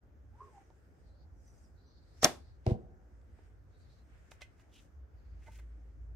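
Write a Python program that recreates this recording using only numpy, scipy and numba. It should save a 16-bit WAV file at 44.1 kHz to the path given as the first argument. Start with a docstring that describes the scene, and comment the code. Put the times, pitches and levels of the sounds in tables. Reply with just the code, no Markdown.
"""Far traffic rumbles throughout; a longbow swung upward hums, is shot, and its string whistles and snaps taut.
The arrow thuds into a straw target, an open shed returns the thud, and a new arrow clicks and slides on the bow.
Small birds, a rustling jacket and a lorry idling up fill the quiet. Impacts are decaying modes, moving air is
band-passed noise, the swung string and limb are aeolian tones, and the shed is a decaying noise tail."""
import sys
import numpy as np
from scipy import signal
from scipy.fft import rfft, irfft
from scipy.io import wavfile
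from scipy.ndimage import uniform_filter1d
from numba import njit

SR = 44100
rng = np.random.default_rng(int(sys.argv[2]) if len(sys.argv) > 2 else 0)


def dump_mix(stems):
    """Bounce the given channels to the path in sys.argv[1] as a 16-bit WAV at rate SR."""
    frames = np.atleast_2d(stems).T  # one column per channel
    limited = np.clip(frames, -1, 1)  # hard clip at full scale
    pcm = np.round(limited * 32767).astype(np.int16)
    wavfile.write(sys.argv[1], SR, pcm)


N = 271377

# Far traffic rumble; only the departure from the mean level is used: [t/s, level/dB]
TRAFFIC_RUMBLE = [(0, -66), (.25, -60), (.6, -66.5), (1.3, -58), (1.95, -62), (2.3, -58.5), (2.88, -58.5),
                  (3.01, -63), (3.25, -59), (4.2, -62), (4.8, -64), (5.36, -58.5), (5.75, -62),
                  (6.15, -54.5)]
# Spectrum of the outdoor air, relative: [f/Hz, level/dB per Hz]
AIR_SPECTRUM = [(15, -40), (25, -26), (53, 4.5), (76, 2.5), (206, -19), (301, -19), (754, -26), (1020, -33),
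                (1520, -31.5), (2690, -48.5), (3920, -52.5), (6210, -48.5), (9320, -62), (14800, -55),
                (16000, -66)]
AIR_DB = -56.5
# Correlation of left and right in the outdoor air: [f/Hz, correlation]
AIR_CORRELATION = [(60, 0.94), (130, 0.085), (290, 0.95), (640, 0.017), (3100, 0.036), (6820, 0.36),
                   (15000, 0)]
# Lorry engine, a first cough, then it catches and settles to idle: [t/s, hold/s, level/dB]
LORRY_RUNS = [(4.968, 0.077, -54), (5.162, .05, -50), (5.273, 1.0, -49)]
LORRY_RISE_S, LORRY_FALL_S = 0.084, 0.044
COUGH_HZ, IDLE_HZ, SETTLE_S = 69.4, 56, 0.0752

# Jacket rustling as the arms move, before the trims of each layer:
# [t/s at full level, hold/s, bright level/dB, dull level/dB]
JACKET_MOVES = [(0.443, 0.18, -79.5, -71.5), (.75, 0.33, -86, -80), (1.462, 0.17, -77, -78.5),
                (2.225, 0.062, -74, -69), (2.45, 0.36, -92.5, -80.5), (3.097, 0.28, -89.5, -82),
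                (3.4, 0.069, -85, -72.5), (3.809, 0.19, -83.5, -76.5), (4.143, 0.26, -82, -70),
                (4.519, .15, -89, -76.5), (4.76, .06, -80, -75), (5.173, 0.39, -92.5, -76),
                (5.45, 0.43, -90.5, -77), (5.999, .15, -93.5, -82)]
RUSTLE_RISE_S, RUSTLE_FALL_S = .45, 0.39

# Notes of distant birds: [t/s, f/Hz, length/s, level/dB]
BIRD_NOTES = [(1.057, 4070, .098, -86), (1.116, 4570, .067, -86), (1.357, 5840, .07, -85),
              (1.455, 5950, .058, -71.5), (1.527, 5760, .029, -78.5), (1.571, 6240, .021, -75),
              (1.631, 5700, .023, -77), (1.644, 5080, .03, -76), (1.768, 4010, .046, -80.5),
              (1.794, 4598, .1, -86), (1.854, 4060, .034, -80), (1.856, 5950, .056, -79.5),
              (1.937, 4330, .06, -80), (2.006, 4020, .045, -85), (2.028, 4700, .03, -83.5),
              (2.091, 4177, .05, -84.5), (3.726, 3850, .046, -83), (3.746, 4260, .031, -88.5),
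              (3.792, 4000, .03, -84), (3.805, 4510, .042, -78), (3.88, 3720, .033, -80.5),
              (3.896, 4160, .014, -83), (3.952, 4100, .076, -80)]
# Blurred twittering further off: [t/s, length/s, centre f/Hz, level/dB]
TWITTER_BOUTS = [(1.06, 0.18, 4440, -84), (1.784, 0.39, 4400, -80), (2.4, .14, 4400, -79),
                 (3.74, .25, 4180, -83.5), (5.17, 0.21, 4540, -86.5)]
TWITTER_EDGE_S = .1

# Reverberation of the shed by band: [f/Hz, decay time T60/s, relative level/dB]
SHED_BANDS = [(123.44, .3, -3.5), (250, 0.33, 1.5), (476, 0.32, -2.5), (1020, 0.27, -2.5),
              (2020, 0.19, 3.5), (3500, .25, 0.5), (5840, 0.085, -9), (8550, 0.24, -1), (13857, 0.15, -1)]
SHED_DB, SHED_GAP_S = -12.5, 0.0013
SNAP_INTO_SHED_DB = -11.5  # the shriek is beamed forward, away from the shed

# Arrow and fingers tapping wood; level is the rms over the rattle: [t/s, level/dB, contact/ms,
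# rattle/ms, ring level against the dry knock/dB, left minus right level/dB]
TAPS = [(.7025, -54, 1.4, 1.18, 5, -3), (1.477, -75, .1, 2.8, -17, -8), (3.214, -76, 0.55, 3, -14, -7),
        (3.382, -64, 1.73, 17.5, -19, -5), (4.315, -53.5, 0.57, 6.7, -11.5, -4),
        (4.404, -62, 0.39, 16, -13, 4), (4.414, -49.5, 0.34, 9.2, -3.5, -8.5),
        (4.592, -71, 0.78, 12.5, -12.5, -4), (5.456, -63, 0.56, 31, 7, -6),
        (5.478, -57.5, 1.04, 17.5, 12, 1), (5.518, -67.5, .15, 7.5, -5, -3), (5.532, -69, .15, 5.2, -6, -3),
        (5.555, -67.5, .2, 8.7, -4, -5), (5.574, -70, 0.089, 8, -15, -3), (5.596, -70, .1, 5.7, -14, -3),
        (5.582, -66.5, 0.71, 25, -11, -6)]
# Modes of the arrow shaft: [f/Hz, relative level/dB, T60/s]
SHAFT_MODES = [(620, -22, 0.071), (775, -15.5, 0.09), (891, -6, 0.044), (1525, -8, 0.088),
               (2056, -2.5, 0.087), (2490, -3.5, 0.035), (3070, -0.5, 0.03), (4330, -33, .015)]
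# Shaft sliding over wood and glove: [t/s at full level, rise/s, hold/s, fall/s, hiss level/dB,
# squeal f/Hz, squeal level above the hiss/dB]
SLIDES = [(4.313, .01, 0.0018, .09, -62.5, 2400, -12), (4.424, .01, 0.0018, 0.081, -66, 2860, 3.5),
          (4.595, 0.084, 0.019, 0.12, -79, 2110, 2), (4.739, 0.058, 0.043, 0.13, -73, 2950, 4),
          (4.807, 0.11, 0.043, 0.063, -77.5, 2710, -8), (5.443, .15, 0.032, .2, -78, 2100, 1),
          (5.526, 0.16, 0.069, 0.11, -73.5, 2370, -1)]
# Spectrum of the sliding hiss, relative: [f/Hz, level/dB per Hz]
SLIDE_SPECTRUM = [(590, -45), (1000, -16.5), (2420, -27), (2910, -12), (3570, -9), (3870, -7.5), (6260, 0),
                  (15500, -17)]

# String and limb cutting the air on the upswing: [t/s, whistle f/Hz, level/dB]
STRING_SWING = [(.33, 789, -74), (.385, 933, -64.5), (.42, 1084, -48.5), (.44, 1094, -52.5),
                (.475, 1085, -58), (.52, 901, -71), (.555, 804, -59.5), (.6, 789, -57.5), (.64, 790, -79)]
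# The limb hums lower, at the height of the swing
LIMB_S, LIMB_RISE_S, LIMB_HOLD_S, LIMB_FALL_S = 0.422, 0.13, 0.083, 0.068
LIMB_HZ, LIMB_DB = 418, -64

# Arrow in the target, direct, back from the shed and last a faint late knock as the stand rocks back:
# [t/s, tip crack level/dB, tip contact/ms, body thump level/dB, lag of the thump/ms, thump contact/ms]
THUDS = [(2.6657, -19, 1.33, -15.5, 5.52, 5.9), (2.7067, -25.5, 1.5, -15, 9.7, 3),
         (2.828, -59, 1.8, -45, 5.4, 2.4)]
# Modes sounded by the tip: [f/Hz, relative level/dB, T60/s]
TIP_MODES = [(380, -8, 0.02), (487, 8, 0.022), (639, 7, 0.045), (740, 6, 0.03), (920, -23, .015)]
# Modes of the target body: [f/Hz, relative level/dB, T60/s]
BUTT_MODES = [(77, -19, 0.033), (121, 14, 0.049), (176, 2.5, 0.025), (204, 0.5, 0.083)]
# Spectrum of the clattering stand, relative: [f/Hz, level/dB per Hz]
STAND_SPECTRUM = [(88, -33), (150, 5), (306, -5.5), (655, -7), (764, -8), (1130, -23.5), (1210, -39),
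                  (1500, -43), (1950, -57), (3300, -120)]
# Resonances of the stand: [f/Hz, width/Hz, level against the clatter noise/dB]
STAND_RESONANCES = [(356.3, 43, -4.5), (491.6, 27, -7), (761, 30, -13)]
# Straw crunches as the tip goes in, then settles; the stand clatters until the echo has passed
BITE_DB, BITE_FALL_S, SETTLE_DB, SETTLE_FALL_S = -41.5, 0.0051, -58, 0.098
STAND_DB, STAND_FALL_S, STAND_TAIL_DB, STAND_TAIL_S = -38.5, 0.094, -55.5, 0.65
QUIVER_HZ, QUIVER_DB = 92.7, 3  # the shaft quivers in the straw and chops the crunch
TARGET_PAN_DB, TARGET_LAG_MS = 0.5, 0.31  # the target stands to one side

# String slapping taut, then once more: [t/s, peak level/dB, length/ms]
SNAPS = [(2.2429, -2.5, 5.0), (2.2495, -24, 6.0)]
# Tones of the slap: [f/Hz, relative level/dB]
SNAP_TONES = [(4900, -9.5), (5620, -1.5), (6400, -2), (7100, -14.5), (8200, -14), (8800, -14)]

# Jolts through the stave: [t/s, peak level/dB, contact/ms, air puff level/dB, shaft clatter level/dB]
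JOLTS = [(2.2319, -17.5, .3, -32, -31.5), (2.2454, -10, .5, -17.5, -38.5), (2.2522, -17, .4, -26, -27.5),
         (2.258, -23, 0.58, -47.5, -35.5)]
# Modes of the stave: [f/Hz, relative level/dB, T60/s]
STAVE_MODES = [(152, -21.5, 0.019), (269.3, -9.5, 0.071), (480, -5.5, 0.011), (717.6, 4.5, .018),
               (1010, -10.5, 0.004), (1286, -2.5, 0.035), (1880, -2.5, 0.024), (2367, -20.5, 0.013),
               (3300, -9.5, 0.0069)]
# Spectrum of the rushing air, relative: [f/Hz, level/dB per Hz]
RUSH_SPECTRUM = [(600, -33), (1500, -8.5), (3000, -5), (4000, -6), (6000, -10), (9000, -18), (12500, -15.5),
                 (15500, -27)]
# String whistling forward, its pitch climbing with speed
WHISTLE_S, WHISTLE_RISE_S, WHISTLE_HOLD_S, WHISTLE_FALL_S = 2.227, .016, 0.015, .016
WHISTLE_DB, WHISTLE_FROM_HZ, WHISTLE_TO_HZ = -36, 5500, 8500
CREEP_S, CREEP_DB = .055, -78  # fingers slipping off the string before the loose
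PUFF_RISE_S, PUFF_HOLD_S, PUFF_FALL_S = .012, .001, .008
CLATTER_RISE_S, CLATTER_HOLD_S, CLATTER_FALL_S = 0.015, .002, .03
# String and stave shivering out after the last jolt
SHIVER_FALL_S, SHIVER_DB, SHIVER_CLATTER_DB, SHIVER_HISS_DB = .16, -45, -37, -47

TOP_HZ = 15800


def undb(db):
    """Level to amplitude: 20 dB is a factor of ten."""
    return 10 ** (np.asarray(db) / 20)


def unit(x):
    """Normalization to an rms of 1."""
    return x / np.sqrt(np.mean(x ** 2))


def unit_of(x, count):
    """Rms of a short sound whose energy is spread over count samples."""
    return np.sqrt(np.sum(x ** 2) / count)


@njit
def svf(x, hz, width):
    """Resonance: a state-variable band-pass with a moving centre, where its gain is 1."""
    y, b, l = np.empty(len(x)), 0., 0.
    for i in range(len(x)):
        g, k = np.tan(np.pi * hz[i] / SR), width / hz[i]
        v = (b + g * (x[i] - l)) / (1 + g * (g + k))
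        b, l, y[i] = 2 * v - b, l + 2 * g * v, k * v
    return y


def hiss(hz, width):
    """Band-limited noise of rms 1: two resonances in cascade around a fixed or moving centre."""
    centre = hz + np.zeros(N)
    once = svf(rng.standard_normal(N), centre, 1. * width)
    return unit(svf(once, centre, 1. * width))


def coloured(points):
    """Spectral shaping: noise of rms 1 weighted by a curve of level/dB over f/Hz."""
    hz, db = np.transpose(points)
    f = np.arange(1, N // 2 + 2) * SR / N
    weight = undb(np.interp(np.log(f), np.log(hz), db))
    return unit(irfft(rfft(rng.standard_normal(N)) * weight, N))


def read(table):
    """Linear interpolation of a curve at every sample, with a gate that closes softly outside it."""
    s, *columns = np.transpose(table)
    t = np.arange(N) / SR
    gate = uniform_filter1d(1. * (t > s[0]) * (t < s[-1]), size=200)
    return [np.interp(t, s, c) for c in columns] + [gate]


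def walk(rate):
    """Random fluctuation of rms 1: levels held for 1 / rate seconds and smoothed twice."""
    k = int(SR / rate)
    held = np.repeat(rng.standard_normal(N // k + 1), k)
    return unit(uniform_filter1d(uniform_filter1d(held, k), k)[:N])


def swell(s, rise, hold, fall):
    """Exponential growth and decay: gain 1 from s for hold, 40 dB up over rise, 40 dB down over fall."""
    t = np.arange(N) / SR - s
    return undb(-40 * np.clip(np.maximum(-t / rise, (t - hold) / fall), 0, 4))


def ring(modes, contact_ms, scatter_db=0):
    """Modal superposition: damped sinusoids struck by a push of finite contact time; peak 1."""
    t = np.arange(SR // 4) / SR
    y = 0
    for f, db, t60 in modes:
        strength = undb(db + scatter_db * rng.standard_normal())
        y = y + strength * np.sin(2 * np.pi * f * t) * 1000 ** (-t / t60)
    push = np.hanning(int(contact_ms * SR / 1000) + 3)
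    y = np.convolve(y, push)[:len(t)]
    return y / np.abs(y).max()


def add(out, s, sound):
    """Linear superposition of a sound at time s."""
    i = int(s * SR)
    out[..., i:i + sound.shape[-1]] += sound


def pan(x, db):
    """Interchannel level difference: left exceeds right by db."""
    return x * undb(np.array([[db], [-db]]) / 2)


def lorry():
    """Periodic combustion: a sine at the engine's pitch, sinking exponentially from the first cough to idle."""
    since_cough = np.maximum(np.arange(N) / SR - LORRY_RUNS[0][0], 0)
    hz = IDLE_HZ + (COUGH_HZ - IDLE_HZ) * np.exp(-since_cough / SETTLE_S)
    runs = sum(undb(db) * swell(s, LORRY_RISE_S, hold, LORRY_FALL_S) for s, hold, db in LORRY_RUNS)
    uneven = undb(3.03 * walk(9.2))
    return runs * uneven * np.sqrt(2) * np.sin(2 * np.pi * np.cumsum(hz) / SR)


def outdoors():
    """Partial coherence: traffic and wind noise in half-octave bands flickering apart, with the lorry."""
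    rumble_db, _ = read(TRAFFIC_RUMBLE)
    f = np.arange(N // 2 + 1) * SR / N
    mid, side = rfft(coloured(AIR_SPECTRUM)), rfft(coloured(AIR_SPECTRUM))
    like_hz, like = np.transpose(AIR_CORRELATION)
    like = np.clip(np.interp(np.log(f + 1), np.log(like_hz), like), 0, .99)
    pair = mid * np.sqrt((1 + like) / 2) + side * np.sqrt((1 - like) / 2) * np.array([[1], [-1]])
    air = 0
    for hz in 25 * 2 ** np.arange(0, 9.6, .5):
        share = np.cos(np.pi * np.clip(np.log2((f + 1) / hz), -.5, .5)) ** 2
        # passing vehicles swell the bass: fully up to 110 Hz, not at all from 220 Hz
        swell_db = (rumble_db - rumble_db.mean()) * np.clip(np.log2(220 / hz), 0, 1)
        air = air + irfft(pair * share, N) * undb(swell_db + 1.5 * walk(17))
    return undb(AIR_DB) * air + lorry()


def jacket():
    """Friction noise of nylon: bright folds flutter each on their own over a dull rub."""
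    moves = np.array([swell(s, RUSTLE_RISE_S, hold, RUSTLE_FALL_S) for s, hold, _, _ in JACKET_MOVES])
    # overlapping moves add in power
    bright, dull = np.sqrt(undb(np.array(JACKET_MOVES)[:, 2:].T) ** 2 @ moves ** 2)
    folds = undb(-6.5) * hiss(11000, 6500)
    for hz in (5100, 6000, 6997, 8200):
        folds = folds + undb(2.5 * walk(30)) * np.array([hiss(hz, hz / 5), hiss(hz, hz / 5)])
    rub = undb(-3.5 + 1.0 * walk(30)) * np.array([hiss(1500, 1500), hiss(1700, 1200)])
    return bright * undb(-8.0) * folds + dull * rub


def birds():
    """Amplitude modulation: sine notes made husky by noise, with a trailing echo, over a blur of twitter."""
    out = np.zeros((2, N))
    for s, hz, length, db in BIRD_NOTES:
        u = np.arange(0, 3, 1 / (length * SR))  # time in note lengths
        rough = uniform_filter1d(uniform_filter1d(rng.standard_normal(20000), size=60), size=60)
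        husk = .9 + 0.61 * unit(rough)[:len(u)]
        body = np.sin(np.pi * np.minimum(u, .8))
        shape = np.where(u < 1, body, 0.23 * np.exp(-1.5 * (u - 1)))
        note = husk * shape * np.sin(2 * np.pi * hz * u * length)
        add(out, s, pan(undb(db) * note, 2 * rng.standard_normal()))
    bouts = np.array([undb(db) * swell(s, TWITTER_EDGE_S, length, TWITTER_EDGE_S)
                      for s, length, _, db in TWITTER_BOUTS])
    hz = np.array(TWITTER_BOUTS)[bouts.argmax(axis=0), 2]  # centre of the loudest bout
    blur = undb(2.7 * walk(40)) * np.array([hiss(hz, 1300) for _ in range(2)])
    return out + bouts.sum(axis=0) * blur


def shed(dry):
    """Reverberation: roof and posts scatter a short tail, separate left and right, each band with its decay."""
    t = np.arange(SR // 2) / SR
    tail = 0
    for hz, t60, db in SHED_BANDS:
        noise = hiss(hz, hz)[:2 * len(t)].reshape(2, -1)
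        tail = tail + noise * undb(db) * np.sqrt(hz) * 1000 ** (-t / t60)
    tail = tail * (t > SHED_GAP_S)
    tail = tail / np.sqrt(np.sum(tail ** 2, axis=1, keepdims=True))
    mono = dry.mean(axis=0, keepdims=True)
    return undb(SHED_DB) * signal.fftconvolve(mono, tail, axes=1)[:, :N]


def arrow_taps():
    """Repeated impact: rattling contacts, each a dry knock that also excites the modes of the shaft."""
    out = np.zeros((2, N))
    for s, db, contact_ms, rattle_ms, ring_db, pan_db in TAPS:
        count = int(rattle_ms * SR / 1000)
        strength = rng.standard_normal(2000)[:count] ** 2
        bounces = strength * np.sign(rng.standard_normal(2000))[:count]
        bounces = bounces * np.hanning(count)
        body = undb(ring_db) * ring(SHAFT_MODES, contact_ms, scatter_db=1.5)
        u = np.arange(600) / (contact_ms / 8 * SR / 1000)
        knock = (u ** 2 - u ** 2 * u / 3) * np.exp(-u)  # a push and the spring back
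        add(body, 0, knock / knock.max())
        tap = signal.fftconvolve(body, bounces)
        add(out, s, pan(undb(db) * tap / unit_of(tap, count), pan_db))
    return out


def arrow_slides():
    """Sliding friction: dense grit as fluctuating noise, with a squeal as a narrower band."""
    grit = np.array([undb(db) * swell(s, rise, hold, fall) for s, rise, hold, fall, db, _, _ in SLIDES])
    hz, squeal_db = np.array(SLIDES)[grit.argmax(axis=0), 5:].T  # those of the loudest slide
    rub = np.array([coloured(SLIDE_SPECTRUM), coloured(SLIDE_SPECTRUM)])
    rub = rub + undb(squeal_db + 2.1 * walk(73)) * hiss(hz, 1340)
    return grit.sum(axis=0) * undb(1.8 * walk(160)) * rub


def swing():
    """Vortex shedding: string and limb sing aeolian tones, frayed by turbulence; the string's pitch moves."""
    hz, db, gate = read(STRING_SWING)
    string = gate * undb(db + 2.65 * walk(60.7))
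    limb = undb(LIMB_DB) * swell(LIMB_S, LIMB_RISE_S, LIMB_HOLD_S, LIMB_FALL_S)
    out = 0
    for pitch, gain in (hz, string), (LIMB_HZ + np.zeros(N), limb):
        tone = np.sqrt(2) * np.sin(2 * np.pi * np.cumsum(pitch) / SR)
        out = out + gain * (0.63 * tone + 0.49 * hiss(pitch, 143))
    return pan(out, -2.0)


def target():
    """Impact and recoil: the tip cracks in, the whole butt thumps low, and straw and stand rattle."""
    hit, echo = THUDS[0][0], THUDS[1][0]
    bite = undb(BITE_DB) * swell(hit, 0.0016, 0, BITE_FALL_S)
    settle = undb(SETTLE_DB) * swell(hit + 0.011, 0.053, echo - hit - .01, SETTLE_FALL_S)
    quiver_db = QUIVER_DB * np.cos(2 * np.pi * QUIVER_HZ * (np.arange(N) / SR - hit - .001))
    crunch = (bite + settle) * undb(quiver_db)
    clatter = undb(STAND_DB) * swell(hit, 0.0085, echo - hit + 0.013, STAND_FALL_S)
    clatter = clatter + undb(STAND_TAIL_DB) * swell(echo, 0.041, 0.03, STAND_TAIL_S)
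    out = np.array([crunch * undb(1.5 * walk(150)) * hiss(2000, 4600) for _ in range(2)])
    resonances = sum(undb(db) * hiss(hz, width) for hz, width, db in STAND_RESONANCES)
    out += clatter * (coloured(STAND_SPECTRUM) + resonances)
    for s, tip_db, tip_ms, thump_db, lag_ms, thump_ms in THUDS:
        add(out, s, -undb(tip_db) * ring(TIP_MODES, tip_ms))
        add(out, s + lag_ms / 1000, -undb(thump_db) * ring(BUTT_MODES, thump_ms))
    out[0] = np.roll(out[0], int(TARGET_LAG_MS * SR / 1000))  # left arrives later
    return pan(out, TARGET_PAN_DB)


def shot():
    """Acceleration and recoil: the string whistles forward with rising pitch and shakes the stave's modes."""
    speed = np.clip((np.arange(N) / SR - WHISTLE_S) / WHISTLE_HOLD_S, 0, 1)
    hz = WHISTLE_FROM_HZ + (WHISTLE_TO_HZ - WHISTLE_FROM_HZ) * speed
    creep = undb(CREEP_DB) * swell(WHISTLE_S - CREEP_S, .02, CREEP_S, WHISTLE_FALL_S)
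    whistle = undb(WHISTLE_DB) * swell(WHISTLE_S, WHISTLE_RISE_S, WHISTLE_HOLD_S, WHISTLE_FALL_S) + creep
    shiver = swell(JOLTS[-1][0], PUFF_RISE_S, 0, SHIVER_FALL_S)
    rush = creep + undb(SHIVER_DB) * shiver
    clatter = undb(SHIVER_CLATTER_DB) * shiver
    for s, _, _, puff_db, clatter_db in JOLTS:
        rush = rush + undb(puff_db) * swell(s, PUFF_RISE_S, PUFF_HOLD_S, PUFF_FALL_S)
        clatter = clatter + undb(clatter_db) * swell(s, CLATTER_RISE_S, CLATTER_HOLD_S, CLATTER_FALL_S)
    out = np.array([whistle * hiss(hz, 1500) + rush * coloured(RUSH_SPECTRUM) for _ in range(2)])
    out += clatter * hiss(550, 900)
    out += undb(SHIVER_HISS_DB) * shiver * np.array([hiss(6300, 5000) for _ in range(2)])
    for s, db, contact_ms, _, _ in JOLTS:
        add(out, s, -undb(db) * ring(STAVE_MODES, contact_ms))
    return out


def snap():
    """Beating of neighbouring tones: the string slaps taut with a short shriek."""
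    out = np.zeros((2, N))
    for s, db, length_ms in SNAPS:
        t = np.arange(int(length_ms * SR / 1000)) / SR
        slap = 0
        for k, (f, tone_db) in enumerate(SNAP_TONES):
            sense = (-1) ** k  # neighbours swing in opposite sense at mid-slap
            slap = slap + sense * undb(tone_db) * np.sin(2 * np.pi * f * (t - t.mean()))
        slap = np.hanning(len(t)) * slap
        slap = undb(db) * slap / np.abs(slap).max()
        add(out, s, pan(np.array([slap, np.roll(slap, 1)]), 4))  # right hears it one sample later
    return out


def scene():
    """Superposition of the direct sounds, their reverberation in the shed, the jacket and the outdoors."""
    near = swing() + shot() + target() + arrow_taps() + arrow_slides() + birds()
    slap = snap()
    reverberant = shed(near + undb(SNAP_INTO_SHED_DB) * slap)
    return near + slap + reverberant + jacket() + outdoors()


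def record(dry):
    """Band limiting and saturation: fade in, cut the deepest bass, round loud peaks, cut the top."""
    fade = np.clip(np.arange(N) / SR / 0.033, 0, 1) ** 2
    bass_cut = signal.butter(2, 45, "highpass", fs=SR, output="sos")
    thin = signal.sosfilt(bass_cut, dry * fade)
    top_cut = signal.ellip(8, .2, 70, TOP_HZ, fs=SR, output="sos")
    return signal.sosfilt(top_cut, np.tanh(thin))


dry = scene()
out = record(dry)
dump_mix(out)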